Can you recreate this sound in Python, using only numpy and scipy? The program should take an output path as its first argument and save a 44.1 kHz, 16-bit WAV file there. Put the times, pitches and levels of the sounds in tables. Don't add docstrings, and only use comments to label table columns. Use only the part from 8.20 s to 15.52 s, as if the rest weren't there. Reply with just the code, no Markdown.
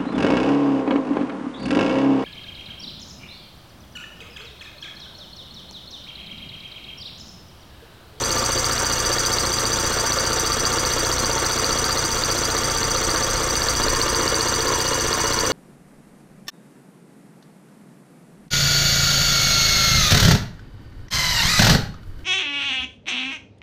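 import sys
import numpy as np
from scipy import signal
from scipy.fft import rfft, irfft, next_fast_len
from scipy.io import wavfile

SR = 44100
rng = np.random.default_rng(int(sys.argv[2]) if len(sys.argv) > 2 else 0)


def output_pcm(signal):
    pcm = np.clip(np.atleast_2d(signal).T, -1, 1) * 32767
    wavfile.write(sys.argv[1], SR, np.round(pcm).astype(np.int16))


def gain_from_db(level_db):
    decades = np.asarray(level_db, float) / 20
    return 10 ** decades


N = 322812
TIME = np.arange(N) / SR
SIZE = next_fast_len(N + SR // 3)
HZ = np.arange(SIZE // 2 + 1) * SR / SIZE
TURN_COUNT = 116


def shape(x, response):
    return irfft(rfft(x, SIZE) * response, SIZE)[:N]


def colour(points):
    hz, db = np.transpose(points)
    return gain_from_db(np.interp(np.log(HZ + 1), np.log(hz), db))


def modes(table, lift_db, sense=-1):
    hz, width, *db = np.transpose(table)
    resonances = 1 / (1 + 2j * (HZ - hz[:, None]) / width[:, None])
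    gains = gain_from_db(np.array(db) + lift_db) * sense ** np.arange(len(hz))
    return (gains + 0j) @ resonances


def grit(angle, rate, spread_db, smooth):
    spots = SR // 15
    sizes = gain_from_db(spread_db * rng.exponential(size=spots).clip(0, 3))
    sizes = sizes * (rng.random(spots) < rate / SR)
    late = .004 * rng.standard_normal(TURN_COUNT)[angle.astype(int)]
    spot = ((angle + late) % 1 * spots).astype(int) % spots
    hits = sizes[spot] * rng.choice([-1, 1], N)
    x = hits / hits.std() + smooth * rng.standard_normal(N)
    return x / x.std()


# (time [s], speed [turns/s])
SPEED = [(0, 14.713), (1, 14.879), (2, 15.027), (3, 15.149), (4, 15.156), (5, 15.194), (6.4, 15.229),
         (7.32, 15.468)]


def crank():
    start_turns = .431
    return start_turns + np.cumsum(np.interp(TIME, *np.transpose(SPEED))) / SR


def turn_starts(angle):
    return np.interp(np.arange(TURN_COUNT), angle, TIME)


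def per_turn(angle, db, at):
    return gain_from_db(np.interp(angle - at, np.arange(len(db)), db))


def contacts(angle, table, scatter_db, slack):
    power = 0
    for at, rise, decay, db in table:
        turn = np.floor(angle - at + .5).astype(int)
        chance = rng.standard_normal((TURN_COUNT, 2))[turn]
        u = angle - at - turn - slack * chance[:, 0]
        swell = np.where(u < 0, np.exp(-(u / rise) ** 2), np.exp(-np.abs(u) / decay))
        power = power + (swell * gain_from_db(db + scatter_db * chance[:, 1])) ** 2
    return np.sqrt(power)


# (frequency [Hz], level [dB per Hz])
ROOM = [(20, -50), (60, 0.5), (125, -3), (170, -4.5), (500, -15), (1200, -10.5), (2500, -11), (6000, -18),
        (9000, -36), (15500, -43)]
# (time [s], half length [s], level over steady draught [dB])
GUSTS = [
    (.6, .2, -9),
    (2.0, .08, -9),
    (2.947, .17, 6),
    (3.28, .1, -8),
    (5.2, 0.46, 8.5),
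    (5.683, 0.19, 10.5),
]


def workshop():
    room = shape(rng.standard_normal(N), colour(ROOM))
    room *= gain_from_db(-34) / room.std()
    rumble_band = np.exp(-(HZ / 55) ** 2) * (1 - np.exp(-(HZ / 12) ** 2))
    draught = shape(rng.standard_normal(N), rumble_band)
    draught_db = -42.0
    for s, half, db in GUSTS:
        draught_db = draught_db + db * np.exp(-((TIME - s) / half) ** 2)
    return room + gain_from_db(draught_db) * draught / draught.std()


# (crank angle [turns], width [turns], level [dB])
JOLTS = [(.235, .024, -27), (.355, .03, -21.5), (.55, .03, -32), (.63, .03, -33), (.76, .03, -28),
         (.88, .038, -23.5)]
# (frequency [Hz], level [dB])
BENCH = [(1, -70), (10, -17), (30, -2), (60, 4), (90, -0.5), (120, 3.5), (160, -4.5), (230, -30)]


def bench(angle):
    push = 0
    for at, width, db in JOLTS:
        turn = np.floor(angle - at + .5).astype(int)
        size = gain_from_db(db + 1.0 * rng.standard_normal(TURN_COUNT))[turn]
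        push = push + size * np.exp(-((angle - at - turn) / width) ** 2)
    return shape(push, colour(BENCH))


# (time [s], looseness [0-1])
LOOSE = [
    (0, 0.16),
    (5.55, 0.1),
    (5.68, 0.97),
    (6.3, 0.6),
    (6.6, 0.95),
    (7.32, 0.7),
]
# (time [s], level [dB])
ODD_KNOCKS = [(.425, -4), (.56, -4), (.9, 2), (1.03, -7), (1.3, -4), (1.37, -6), (1.77, 3), (2.3, -4),
              (2.435, 2), (2.7, -4), (2.765, 3), (2.9, 2), (3.095, 3), (3.16, 2), (3.23, 2), (3.295, -4),
              (3.425, 3), (3.56, 2), (3.755, 3), (3.89, -8), (4.94, 3), (5.27, -4), (5.535, -4), (5.665, 5),
              (6.125, 4), (7.3, 4)]


def knocks(angle):
    firm_db, loose_db, scatter_db = -1, 1.8, 1.2
    loose = np.interp(turn_starts(angle), *np.transpose(LOOSE))
    db = firm_db + loose * (loose_db - firm_db) + scatter_db * rng.standard_normal(TURN_COUNT)
    for s, odd_db in ODD_KNOCKS:
        db[int(angle[int(s * SR)])] = odd_db
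    return per_turn(angle, db, at=.72)


# (frequency [Hz], width [Hz], level seated firmly [dB], level seated loosely [dB])
BASE = [(242, 48, -46, -48.5), (287, 25, -46.5, -42), (340, 43, -44.5, -41.5), (452.4, 19.5, -43.5, -37.5),
        (510.5, 24.2, -40.5, -40.5), (556.5, 26.3, -44.5, -41.5), (657, 23.4, -45, -57),
        (742, 34.5, -47, -50), (906, 26, -40, -41.5), (992, 51, -57.5, -38.5), (1091, 34, -45, -38.5),
        (1182.5, 28, -37.5, -44), (1315.6, 25.5, -39.5, -44.5), (1384, 34, -41.5, -44.5),
        (1461, 56, -45.5, -47.5), (1556, 9.8, -39, -44), (1718, 95, -50, -48.5), (1852, 15, -57, -40),
        (1832, 123, -55, -46), (2063, 22.5, -46, -52.5), (2169, 42, -50, -48.5), (2457, 7.1, -59, -47.5)]
BUZZ = [(2880, 23, -78, -42), (2894, 16, -75, -57)]
# (crank angle [turns], rise [turns], decay [turns], level [dB])
RATTLE = [(.05, .08, .1, -1), (.2, .06, .1, 0), (.3, .06, .1, -3), (.42, .05, .1, -1), (.56, .05, .06, -3),
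          (.66, .02, .03, 3), (.72, .03, .09, 2), (.87, .05, .08, 0)]
BOUNCES = [
    (.703, 1),
    (.775, .45),
]


def base(angle):
    strength = knocks(angle)
    rattle = grit(angle, 2500, 2.5, 1.2) * contacts(angle, RATTLE, scatter_db=1.2, slack=.012)
    rattle = rattle * strength ** .2
    struck = 0
    for at, share in BOUNCES:
        struck = struck + share * np.diff(np.floor(angle - at), prepend=0).clip(0)
    soft_push = np.exp(-(HZ / 700) ** 2) * (1 - np.exp(-(HZ / 330) ** 4))
    blow = shape(struck * strength * gain_from_db(32.5), soft_push)
    loose = np.clip(np.interp(TIME, *np.transpose(LOOSE)), 0, 1)
    rattled = modes(BASE + BUZZ, lift_db=32.0)
    pushed = modes(BASE[:9], lift_db=33, sense=1)
    out = 0
    for k, share in enumerate([1 - loose, loose]):
        out = out + shape(rattle * np.sqrt(share), rattled[k])
        out = out + shape(blow * np.sqrt(share), pushed[k])
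    return out


# (time [s], level [dB])
PRESSURE = [(0, 1.5), (.9, 2.5), (1.5, 1.5), (1.95, 1.5), (2.8, 1), (3.1, 0.2), (3.9, 1.3), (5, 0.5),
            (5.4, 1.5), (7.32, 0.7)]


def pressure(angle):
    db = np.interp(turn_starts(angle), *np.transpose(PRESSURE))
    return per_turn(angle, db + .6 * rng.standard_normal(TURN_COUNT), at=.25)


# (crank angle [turns], rise [turns], decay [turns], level [dB])
SLAP = [
    (.12, .025, .02, -3),
    (.155, .015, .03, 0),
]
OUT_STROKE = [
    (.08, .05, .05, -8),
    (.2, .04, .05, -3),
    (.27, .025, .04, 1),
    (.35, .03, .05, -2),
    (.43, .03, .04, -6),
]
RETURN = [
    (.02, .03, .04, -3),
    (.48, .015, .015, -1),
    (.58, .022, .05, -1),
    (.625, .025, .02, 0),
]
KNOCK = [
    (.705, .018, .03, 0),
    (.75, .02, .04, 1),
]
RUN_OUT = [
    (.82, .04, .06, 0),
    (.9, .04, .03, -2),
]
# (frequency [Hz], width [Hz], slap [dB], out-stroke [dB], return [dB],
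# knock [dB], run-out [dB])
CYLINDER = [(2810, 37, -34, -29.5, -16, -17.5, -14.5), (3313, 60, -13.5, -19, -12, -13.5, -11.5),
            (3767, 230, -34, -37, -22.5, -19.5, -18.5), (4274, 32, -30, -13.5, -13.5, -15, -10),
            (4705, 78, -8, -12, -13.5, -14, -14), (5100, 37, -21, -13.5, -17, -26, -33),
            (5450, 19, -15, -20, -25, -20, -11), (5610, 57, -18, -10.5, -14.5, -13, -31),
            (5946, 55, -6, -8, -5.5, -9, -8), (6200, 46, -7, -10.5, -11, -20, -12),
            (6460, 57, -13, -13.5, -10.5, -28, -19.5), (6830, 34, -15, -13, -20, -42, -33),
            (6690, 44, -21, -32, -14.5, -22, -38),
            (7250, 69, -41, -14, -18, -12.5, -16), (7565, 100, -38, -17, -17.5, -16, -22.5),
        (7960, 39, -32, -16, -26, -26, -33), (8255, 105, -21, -14.5, -26, -16.5, -37),
        (8400, 59, -16, -15.5, -15, -25, -21), (8616, 56, -18.5, -15.5, -18.5, -25, -47)]
FINS = [(9210, 64, -20.5, -25, -29, -38, -34), (9740, 100, -42, -34, -30.5, -34, -34),
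        (10340, 67, -28, -23, -30, -32, -31), (10700, 81, -42, -29.5, -34, -35, -30),
        (11200, 110, -21.5, -26, -33, -26, -42), (11840, 125, -26, -30, -36, -34, -34),
        (12700, 120, -26, -30, -35, -35, -40), (13070, 120, -26, -30, -31, -23, -36),
        (13600, 120, -30, -37, -35, -28, -37), (14200, 130, -31, -31, -36, -28, -36),
        (14880, 130, -28, -31, -32, -27, -33), (14900, 130, -27, -27, -32, -29, -26),
        (15100, 130, -29, -32, -32, -31, -33), (15500, 130, -27, -30, -33, -33, -35)]
# (frequency [Hz], level [dB])
HISS = [(3000, -61), (6000, -49), (8500, -62), (10000, -57.5), (12500, -65), (13800, -71), (15600, -67)]


def pistons(angle):
    effort = pressure(angle)
    rings = modes(CYLINDER + FINS, lift_db=1.5)
    out = 0
    for k, table in enumerate([SLAP, OUT_STROKE, RETURN, KNOCK, RUN_OUT]):
        touch = contacts(angle + .012, table, scatter_db=.7, slack=.006)
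        drive = grit(angle, 5000, 2.3, .9) * touch
        ring = rings[k]
        if k < 2:
            drive = drive * effort
            ring = ring + gain_from_db(27) * colour(HISS)
        out = out + shape(drive, ring)
    return out


# (frequency [Hz], crank angle [turns], rise [turns], decay [turns], peak level [dB])
SINGING = [(4700, .265, .035, .18, -24), (6090, .16, .022, .035, -20), (6010, .29, .028, .07, -20.5),
           (6000, .41, .03, .06, -27), (6010, .62, .03, .05, -28), (6000, .76, .04, .05, -24.5),
           (2877, .79, .04, .1, -35.5), (2877, .02, .03, .05, -35.5)]


def singing(angle):
    wander_hz = 28
    out = 0
    for hz, *contact in SINGING:
        wander = shape(rng.standard_normal(N), np.exp(-(HZ / 60) ** 2))
        pitch = hz + wander_hz * wander / wander.std()
        tone = np.sin(2 * np.pi * np.cumsum(pitch) / SR)
        out = out + tone * contacts(angle, [contact], scatter_db=1.3, slack=.005)
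    return out


# (time [s], peak level [dB], frequency [Hz])
ODD_SQUEAKS = [(.445, -11, 4610), (1.186, -10, 4630), (1.387, -11, 4570), (1.721, -17, 4390),
               (1.855, -19, 4410), (1.922, -10, 4610), (1.988, -11, 4590), (2.321, -11, 4610),
               (2.386, -18, 4520), (2.454, -10, 4610), (3.445, -10, 4570), (3.643, -11, 4610),
               (4.038, -10, 4650), (4.169, -16, 4240), (4.435, -17, 4590), (4.698, -17, 4410),
               (4.83, -17, 4500), (5.092, -20, 4200), (5.223, -18, 4630), (5.289, -17, 4670),
               (5.421, -11, 4610), (5.487, -9, 4570), (5.816, -9, 4520), (5.948, -11, 4610),
               (6.079, -10, 4590), (6.145, -11, 4590), (6.21, -10, 4610), (6.93, -11, 4630),
               (6.995, -17, 4520), (7.19, -10, 4520)]


def squeaks(angle):
    level_db, scatter_db, slack_s = -13.7, 1.0, .0004
    usual_hz, spread_hz, sag_hz = 4660, 40, 90
    chance = rng.standard_normal((TURN_COUNT, 3)).T
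    sag = rng.exponential(size=TURN_COUNT).clip(0, 4)
    rows = np.transpose([turn_starts(angle) + slack_s * chance[0],
                         level_db + scatter_db * chance[1],
                         usual_hz + spread_hz * chance[2] - sag_hz * sag])
    for row in ODD_SQUEAKS:
        rows[round(angle[int(row[0] * SR)])] = row
    return rows[1:int(angle[-1]) + 1]


def squeak(angle):
    out = np.zeros(N + 800)
    u = np.arange(-200, 200) / SR
    w = 2 * np.pi * u
    for (s, db, hz), (spin, ping) in zip(squeaks(angle), rng.standard_normal((TURN_COUNT, 2))):
        length = np.interp(hz, [4300, 4600], [.0009, .0014])
        song = np.exp(-(u / length) ** 2) * np.sin(w * hz * (1 + 2.5 * u) + 3 * spin)
        jab = gain_from_db(-10.5) * np.exp(-3 * ((u + .0005) / length) ** 2) * np.sin(w * 3950 + spin)
        late = np.exp(-((u - .0005) / .0015) ** 2) * gain_from_db(2 * ping)
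        low_fin = gain_from_db(-21) * np.sin(w * 8300 + ping)
        high_fin = gain_from_db(-27) * np.sin(w * 13600 + spin)
        i = int(s * SR)
        out[i:i + 400] += gain_from_db(db - .6) * (song + jab + late * (low_fin + high_fin))
    return out[200:N + 200]


def scene():
    angle = crank()
    engine = squeak(angle) + singing(angle) + pistons(angle) + base(angle)
    t = np.arange(SR // 4) / SR
    decay = np.exp(-np.log(1000) * t / 0.36)
    tail = rng.standard_normal(len(t)) * decay * (t > .002)
    walls = gain_from_db(-14) * shape(engine, rfft(tail / np.linalg.norm(tail), SIZE))
    return (engine + walls + bench(angle) + workshop())[None]


def low_pass(x):
    return signal.sosfilt(signal.butter(12, 16030, fs=SR, output="sos"), x)


def record(dry):
    mix = shape(dry[0], HZ < 15820)[None]
    return low_pass(mix)


dry = scene()
out = record(dry)
output_pcm(out)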